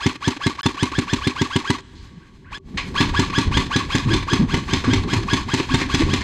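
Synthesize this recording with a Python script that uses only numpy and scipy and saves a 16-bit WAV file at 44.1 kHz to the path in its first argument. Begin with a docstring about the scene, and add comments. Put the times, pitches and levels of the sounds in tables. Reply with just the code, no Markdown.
"""An electric spring-piston air gun fires a quick string of shots among trees, close to a small camera; the sound
cuts out for a moment. In a pause comes a soft bright swell of noise, likely the far gun's echo, as a like gun
whines far off. The level dips, then the gun fires on in a plywood hut, with stronger wind and buffets on the case
and pellets striking boards. At each pull a motor winds up (gear whine and rattle), the piston thumps the gun and
cracks, and the gears run down; after many pulls the trigger clicks back. Whines are sines, the rest mostly noise."""
import sys
import numpy as np
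from scipy import signal
from scipy.fft import rfft, irfft
from scipy.io import wavfile
from scipy.ndimage import uniform_filter1d

SR = 44100
rng = np.random.default_rng(int(sys.argv[2]) if len(sys.argv) > 2 else 0)


def how_loud(loudness_db):
    """Turn decibels into a plain amplitude multiplier (0 dB gives 1, 20 dB gives 10)."""
    steps = np.asarray(loudness_db, float) / 20
    return 10 ** steps


def to_wav(sig):
    """Store sig (one row per channel, or 1-D mono) as 16-bit WAV at the path in sys.argv[1].

    Samples outside -1..1 are clipped; the rate is SR.
    """
    pcm = np.clip(np.atleast_2d(sig), -1, 1) * 32767
    pcm = np.round(pcm).astype(np.int16)
    wavfile.write(sys.argv[1], SR, pcm.T)  # frames by channels


N = 274743
TIME = np.arange(N) / SR
HUT_S, QUIET_S = 2.59, 2.75  # the hut begins; the gun is silent from then until QUIET_S
GAP_START_S, GAP_END_S = .612, .631  # a short gap of silence
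USUAL_CATCH_S = .024  # usual time from the crack until the coasting gears catch again


def band(x, lo_hz, hi_hz, order=2):
    """Keep only the sound between two frequencies."""
    return signal.sosfilt(signal.butter(order, [lo_hz, hi_hz], "band", fs=SR, output="sos"), x)


def unit(x):
    """Scale to an rms level of 1."""
    return x / np.sqrt(np.mean(x ** 2))


def walk(rate):
    """Smooth random wander of spread 1; a higher rate wanders faster."""
    k = int(SR / rate)
    return unit(uniform_filter1d(uniform_filter1d(rng.standard_normal(N), k), k))


def add(out, s, x):
    """Mix x into out from time s in seconds."""
    i = int(round(s * SR))
    first, last = max(i, 0), min(i + len(x), N)
    out[first:last] += x[first - i:last - i]


def ring(hz, strength, t60, size=4096):
    """Sum of sine tones that die away, each losing 60 dB in its t60 seconds."""
    t = np.arange(size)[:, None] / SR
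    decay = np.exp(-np.log(1000) * t / t60)
    return (strength * np.sin(2 * np.pi * hz * t) * decay).sum(axis=1)


def burst(rise_s, t60, size=6000):
    """Noise that swells and then dies away."""
    t = np.arange(size) / SR
    return rng.standard_normal(size) * (1 - np.exp(-t / rise_s)) * np.exp(-np.log(1000) * t / t60)


def echo(x, db, t60, size=24000):
    """Many blurred reflections of a space, made by smearing the sound with fading noise."""
    tail = band(burst(0.0061, t60, size=size), 89, 9000, order=1)
    return how_loud(db) * signal.fftconvolve(x, tail / np.sqrt(np.sum(tail ** 2)))[:N]


def air():
    """Soft wavering hiss of each place as plain noise, with a bright swell of noise in the pause."""
    trees_db, hut_db = -56, -42.5
    swell_db_per_s = 130  # the hut's air swells in until QUIET_S
    rising_db = hut_db - swell_db_per_s * np.clip(QUIET_S - TIME, 0, 1)
    level_db = np.where(TIME > HUT_S, rising_db, trees_db)
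    out = rng.standard_normal(N) * how_loud(level_db + 4.8 * walk(23.0))
    far_swell = band(burst(0.013, .8, size=20000), 3300, 6000, order=1)  # likely the far gun's echo
    add(out, 1.945, how_loud(-37) * far_swell)
    return out


def rumble():
    """Gusty wind on the case: a deep roll and a quicker flutter above it, both from noise."""
    # Strength of the wind on the case. Each row: time in seconds, level in dB.
    wind = [(0.0, -50.5), (2.6, -45.5), (2.74, -34.5), (3.23, -30), (3.43, -41), (3.47, -23.5),
            (3.99, -40.5), (4.09, -31), (4.37, -33), (4.41, -20), (4.55, -29.5), (4.56, -33), (4.84, -36.5),
            (4.87, -25.5), (5.57, -35.5), (5.66, -40), (5.74, -32), (5.92, -41.5), (6.04, -20), (6.23, -32)]
    wind_db = np.interp(TIME, *np.transpose(wind))
    deep_noise = unit(band(rng.standard_normal(N), 28, 98))
    deep = deep_noise * how_loud(wind_db + 3 + 3.7 * walk(8.8))
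    flutter_noise = unit(band(rng.standard_normal(N), 111.0, 287))
    flutter = flutter_noise * how_loud(wind_db - 2 + 3.9 * walk(28))
    return deep + flutter


def buffets():
    """Low tones of unsteady pitch and level as air or a hand shakes the case."""
    # Sudden shakes of the case. Each row: start in seconds, length in seconds, middle pitch in Hz, level in dB.
    shakes = [(2.155, 0.035, 173, -33), (2.739, 0.022, 193, -22), (3.027, 0.053, 125.6, -26),
              (3.469, 0.032, 76, -13), (4.051, 0.064, 126, -14.5), (4.056, 0.033, 250, -16),
              (4.083, 0.11, 112, -17.5), (4.087, 0.083, 311, -18.5), (4.304, 0.057, 372, -22),
              (4.39, 0.06, 250, -12.5), (4.421, 0.038, 142, -13), (4.871, 0.083, 105.6, -12.5),
              (4.874, 0.033, 250, -9.5), (4.951, 0.12, 93.7, -27), (5.15, 0.078, 112, -20.5),
              (5.184, 0.056, 331, -25), (5.577, 0.058, 328, -24), (5.703, 0.041, 271, -17.5),
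              (5.787, 0.12, 276, -25), (5.995, 0.037, 296, -10.5), (5.998, 0.11, 79, -27),
              (6.054, 0.038, 300, -23)]
    out = np.zeros(N)
    t = np.arange(8000) / SR
    for s, length, hz, db in shakes:
        wobble = uniform_filter1d(rng.standard_normal((2, 8000)), size=300, axis=1) * 17
        shape = np.clip(t / 0.0065, 0, 1) * np.exp(-(t / length) ** 4)
        phase = 2 * np.pi * np.cumsum(hz * (1 + 0.11 * wobble[1])) / SR
        add(out, s, how_loud(db + 3.63 * wobble[0]) * shape * np.sin(phase))
    return out


def far_gun():
    """The same kind of motor far off: only a narrow range of its sound and a dull echo arrive."""
    # Pulls of the far gun. Each row: time in seconds, level in dB.
    far_shots = [(1.902, -45), (2.081, -31), (2.247, -26.5), (2.50, -19.5)]
    out = np.zeros(N)
    for s, db in far_shots:
        motor(out, s, .9, 1570, db, USUAL_CATCH_S)
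    return band(out, 1370, 2160) + band(echo(out, -10, 0.31), 920, 2500)


def strikes():
    """Pellets on plywood: a noisy rattle coloured by the board's own pitch, and a low thud."""
    # Pellet hits. Each row: start in seconds, hit level in dB, thud level in dB relative to the hit,
    # decay time (60 dB) in seconds, board pitch in Hz.
    hits = [(2.772, -12.5, -34, 0.18, 2270), (4.838, -15, 4, 0.23, 1510), (5.596, -6.5, 0, 0.042, 2600),
            (5.81, -10, 6.5, 0.096, 1920), (6.016, -8, 3, 0.053, 2330), (6.206, -16, 3.5, 0.14, 1940)]
    out = np.zeros(N)
    for s, db, thud_db, t60, hz in hits:
        flutter = unit(uniform_filter1d(rng.standard_normal(6000), size=60))
        hit = burst(0.0031, t60) * how_loud(2.6 * flutter)  # random quick flutter of the hit's level
        board = band(hit, .88 * hz, 1.12 * hz, order=1)
        add(out, s, how_loud(db - 3) * band(hit, 500, 6500) + how_loud(db + 3) * board)
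        add(out, s, how_loud(db + thud_db + 16) * band(burst(0.0036, 0.035), 133, 440.0))
    return out


def clicks():
    """The trigger springs back: a short tick of noise with a low thud under it."""
    # Trigger returns. Each row: start in seconds, tick level in dB, thud level in dB.
    returns = [(0.153, -12.5, 6), (0.363, -11.5, 11), (0.549, -18, -2), (0.742, -14, 3), (0.916, -8, 6.5),
               (1.512, -24, -24), (1.782, -13.5, -4), (3.09, -5, 6), (3.297, -7, 7), (3.661, -11.5, 0.5),
               (3.832, -34, -13), (4.031, -11.5, 4), (4.225, -8.5, 5.5), (4.802, -11, 7),
               (5.033, -10.5, -14), (5.229, -9.5, -5), (5.407, -11, 3), (5.628, -9, 2)]
    out = np.zeros(N)
    for s, tick_db, thud_db in returns:
        add(out, s, how_loud(tick_db) * band(burst(0.0059, 0.041), 410, 4000, order=1))
        add(out, s, how_loud(thud_db) * band(burst(0.0004, 0.015), 260, 338))
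    return out


def mesh(t, loaded_hz):
    """Rate at which gear teeth meet: a quarter-sine climb, a sag while coasting, a straight run-down."""
    start_s, full_s, release_s = -.071, -.019, -0.00588  # seconds from the crack
    start_share = .285  # share of the loaded pitch at which the climb begins
    sag_hz_per_s, run_down_hz_per_s, rest_hz = 6000, 21000, 399
    climb = np.sin(np.pi / 2 * np.clip((t - start_s) / (full_s - start_s), 0, 1))
    hz = loaded_hz * (start_share + (1 - start_share) * climb)
    hz = hz - sag_hz_per_s * np.clip(t - release_s, 0, USUAL_CATCH_S - release_s)
    hz = hz - run_down_hz_per_s * np.clip(t - USUAL_CATCH_S, 0, None)
    return np.maximum(hz, rest_hz)


def motor(out, s, stretch, loaded_hz, db, catch):
    """Meeting gear teeth whine on a rising then falling tone with overtones; each tooth also rattles."""
    # Strength of the whine's tone and overtones, lowest first, in dB.
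    mesh_db = [-1.5, -1, -6.5, -9]
    # The gearbox shell sings out near its own pitches. Each row: pitch in Hz, width in Hz, boost in dB.
    shell = [(1120, 280, 6), (1680, 450, 9), (2520, 300, 9), (3320, 550, 10), (5050, 700, 11),
             (6600, 800, 8)]
    # Effort over one pull: start, bite, full load, release, slam, coast, catch, run-down, stop.
    # Each row: usual time from the crack in seconds, whine in dB, rattle in dB.
    effort = [(-.074, -33, -42.5), (-.057, -24, -29), (-.035, -24.5, -25), (-.012, -27, -26),
              (-.006, -35, -19), (.010, -40, -17), (.016, -57, -27), (0.024, -35, -19.5),
              (.038, -27.5, -24), (.054, -31.5, -27.5), (.075, -57, -34.5), (.096, -64, -31)]
    usual, whine_db, rattle_db = np.transpose(effort)

    # Fit the usual timing to this pull: the wind-up is stretched, and the gears coast until they catch.
    at = np.where(usual < 0, usual * stretch, usual)
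    at = np.where(usual > .02, at + catch - USUAL_CATCH_S, at)
    at = np.maximum.accumulate(at)
    # A pull halted by the gap goes on after it, so its earlier part starts sooner.
    halted = (s > GAP_END_S) & (s + at < GAP_END_S)
    at = at - (GAP_END_S - GAP_START_S) * halted
    t = at[0] + np.arange(int((at[-1] - at[0]) * SR)) / SR
    hz = mesh(np.interp(t, at, usual), loaded_hz)

    noise = rng.standard_normal((8, 11000))[:, :len(t)]
    wobble = uniform_filter1d(noise[:6], size=90, axis=1) * 11.8  # uneven teeth, smoothed over about 2 ms
    phase = 2 * np.pi * np.cumsum(hz * (1 + 0.016 * wobble[5])) / SR
    slow = 1 - hz / hz.max()
    tone_hz = np.outer(1 + np.arange(len(mesh_db)), hz)
    shell_db = sum(g / (1 + (2 * (tone_hz - f) / w) ** 2) for f, w, g in shell) - 8
    # The level of each overtone varies at random from pull to pull.
    shell_db = shell_db + 1.2 * rng.standard_normal((len(mesh_db), 1))
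    whine = 0
    for k, g in enumerate(mesh_db):
        lag_db = 17 * k * slow  # overtones firm up only near full speed
        tone = np.sin((k + 1) * phase + k)
        whine = whine + how_loud(g + shell_db[k] - lag_db + 2.2 * wobble[k]) * tone

    flutter = uniform_filter1d(noise[7], size=44) * 5.66
    per_tooth = 1 + 0.86 * np.sin(phase)
    rattle = band(noise[6], 520, 7100, order=1) * per_tooth * how_loud(2.6 * flutter)
    # In the hut the whine starts stronger, then sinks into the rattle as the shots go on.
    hut_db = (1.5 - 1.6 * (s - HUT_S)) * (s > HUT_S)
    whine = how_loud(np.interp(t, at, whine_db) + hut_db) * whine
    rattle = how_loud(np.interp(t, at, rattle_db)) * rattle
    slack = band(burst(0.0015, 0.037), 900, 6000, order=1)  # slack taken up as the motor starts
    add(out, s + at[0] + 0.017, how_loud(db - 24.5) * slack)
    add(out, s + at[0], how_loud(db) * (whine + rattle))


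def stock():
    """The stock, pushed for about 1 ms, rings at a few low pitches that die away."""
    # Low ways in which gun and holder shake. Each row: pitch in Hz, level in dB,
    # decay time (60 dB) in seconds, direction and share (no unit).
    low_modes = [(81.6, -10.5, 0.082, 0.87), (203.5, -8.5, 0.076, -1.036), (250, -15, 0.096, 1),
                 (300, -8.5, 0.047, -1.025)]
    hz, db, t60, sign = np.transpose(low_modes)
    push = np.hanning(50)
    shaken = np.convolve(ring(hz, how_loud(db) * sign, t60), push / push.sum())
    return band(shaken, 32, 3700, order=1)


def crack(thump_db):
    """A noise blast, heard plainly and through the ringing metal parts."""
    # Ringing of the metal parts. Each row: usual pitch in Hz, usual level in dB, decay time (60 dB) in seconds.
    metal = [(960, -2, 0.081), (2113, -5, 0.092), (2510, -7, 0.0092), (3000, -5, 0.038), (3525, 7.5, 0.045),
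             (4115, -3, 0.077), (5050, -30, 0.025), (6170, -14, 0.0092), (6230, 13.5, 0.0073),
             (7350, 14, 0.0081), (8670, 16, 0.011)]
    hz, db, t60 = np.transpose(metal)
    scatter = rng.standard_normal((2, len(metal)))  # random small changes of pitch and level at every crack
    blast = how_loud(0.21 * thump_db) * burst(0.0015, 0.02, size=1500)
    parts = ring(hz * (1 + 0.028 * scatter[0]), how_loud(db + 3.1 * scatter[1]), t60, size=2048)
    out = how_loud(-38) * signal.fftconvolve(blast, parts)
    out[:len(blast)] += how_loud(-4.5) * blast
    return out


def gun():
    """Every pull runs the motor, jolts the stock and cracks through the metal parts."""
    # Each row: time of the crack in seconds, loaded gear pitch in Hz, motor level in dB, thump level in dB,
    # time from the crack until the gears catch in seconds.
    pulls = [(0.0659, 1714, -1.5, 1.6, .026), (0.2805, 1708, -2, 0.5, .027), (0.4686, 1711, -3, 0.2, 0.025),
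             (0.6635, 1692, -3, 0.7, 0.025), (.832, 1688, -3, 0.4, 0.026), (0.9892, 1730, -4.5, 0.5, 0.028),
             (1.136, 1800, -3, -0.3, 0.029), (1.2747, 1736, -3.5, 0.2, 0.022),
             (1.419, 1639, -3, 0.3, 0.026), (1.5636, 1660, -3.5, -0.5, 0.028),
             (1.7051, 1642, -3.5, -0.2, 0.031), (2.583, 1735, -6, -8, .0096), (3.01, 1699, 3.5, 1, .011),
             (3.197, 1691, 1, 0.8, 0.022), (3.3856, 1685, 1, 0.3, 0.024), (3.5738, 1655, 0.5, -1.5, 0.027),
             (3.7641, 1660, 0, -0.3, 0.027), (3.954, 1652, 0.2, 0, 0.029),
             (4.1388, 1660, -0.5, -2.5, 0.028), (4.3345, 1688, -0.5, 0.3, .024),
             (4.544, 1644, -2, -2.5, 0.027), (4.7366, 1627, -.5, -1.7, 0.028),
             (4.9368, 1630, -1.5, 0, 0.027), (5.1366, 1680, -1.2, -2.5, .029),
             (5.3357, 1677, 0.4, -0.2, 0.033), (5.5413, 1648, 0.7, -0.9, 0.043),
             (5.7464, 1660, 1, -0.5, 0.051), (5.9477, 1634, 1.7, -1, 0.061), (6.1388, 1653, 0, -1.5, 0.026)]
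    # The piston's release and slam. Each row: time from the crack in seconds, level in dB over the thump level.
    blows = [(-.0064, 1.45), (.0013, -3.5)]
    out, thump = np.zeros(N), stock()
    for s, loaded_hz, motor_db, thump_db, catch in pulls:
        stretch = 0.94 if s > HUT_S else 1.01  # length of the wind-up in each place
        motor(out, s, stretch, loaded_hz, motor_db, catch)
        add(out, s + catch, how_loud(thump_db - 9.5) * band(thump, 286, 500))
        for lag, blow_db in blows:
            add(out, s + lag, how_loud(thump_db + blow_db) * thump)
        add(out, s - .0025, crack(thump_db))
    return out


def scene():
    """Gun and far gun among trees, then the gun in the hut; air, wind and buffets lie under both."""
    inside = TIME > HUT_S
    near = gun() + clicks() + strikes()
    near[int(HUT_S * SR):int(QUIET_S * SR)] = 0  # the pull under way is lost with the first place
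    outdoors = near * ~inside
    close_trees = echo(outdoors, -25, 0.18)
    deep_woods = echo(outdoors, -27.5, 2.7, size=66000)
    trees = (close_trees + deep_woods + far_gun()) * ~inside
    hut = echo(near * inside, -11, 0.29)
    mono = near + trees + hut + air() + rumble() + buffets()
    return np.array([mono, mono])


def case_response(size=4096):
    """The camera case colours the sound: a filter with the wanted gain that never rings ahead of its input."""
    # Broad colour of the case. Each row: frequency in Hz, gain in dB.
    slope = [(20, -0.5), (380, -2.5), (520, -5), (700, -8), (900, 0.5), (1400, -4.5), (2000, -2.5),
             (4200, -4), (5500, -13), (7500, -11.5), (10000, -21), (15000, -33.5)]
    # Resonances and notches of the case. Each row: frequency in Hz, width in Hz, gain in dB.
    peaks = [(387.8, 29.6, 8), (600, 40, -4), (1002, 83, 1.5), (1128, 97, 12), (1268, 177, -4.5),
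             (1660, 270, 3.5), (2360, 910, 3), (2787, 130, -3.5), (3257, 100, 3), (4214, 470, 2),
             (4240, 160, 1.5), (5062, 150, 7), (5720, 130, -7), (6080, 1180, 5.5), (7000, 1400, -0.5),
             (8720, 73, -14), (8900, 1400, -2)]
    hz = np.arange(size // 2 + 1) * SR / size
    slope_hz, slope_db = np.transpose(slope)
    db = np.interp(np.log(hz + 1), np.log(slope_hz), slope_db)
    db = db + sum(g / (1 + (2 * (hz - f) / w) ** 2) for f, w, g in peaks)
    # Folding the cepstrum (the transform of the log gain) puts all the response after time zero.
    cepstrum = irfft(np.log(how_loud(db)))
    cepstrum[1:size // 2] *= 2
    cepstrum[size // 2 + 1:] = 0
    return irfft(np.exp(rfft(cepstrum)))


def top_cut(x):
    """Nothing passes above the cut-off."""
    return signal.sosfilt(signal.butter(12, 15710, fs=SR, output="sos"), x)


def record(dry):
    """Case colour, soft overload, level dip and short gap; only the top treble differs left and right."""
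    # Dip at the change of place. Each row: time in seconds, gain in dB.
    fades = [(2.545, 0), (2.575, -7), (2.587, -36), (2.60, -9), (2.65, 0)]
    mono = signal.fftconvolve(dry[0], case_response())[:N]
    mono = np.tanh(0.96 * mono) / 0.92  # loud peaks are rounded off
    mono = mono * how_loud(np.interp(TIME, *np.transpose(fades)))
    outside_gap_s = np.maximum(GAP_START_S - TIME, TIME - GAP_END_S)
    mono = mono * np.clip(outside_gap_s * 1000, 0, 1)  # 1 ms edges
    mono = signal.sosfilt(signal.ellip(8, .2, 60, 15600, fs=SR, output="sos"), mono)  # steep low-pass, Hz
    top = band(mono, 12900, 19500, order=4)
    side = how_loud(1.5) * np.roll(top, shift=400) + 1.1 * top  # a copy about 9 ms later joins the treble
    return top_cut(np.array([mono + side, mono - side]))


dry = scene()
out = record(dry)
to_wav(out)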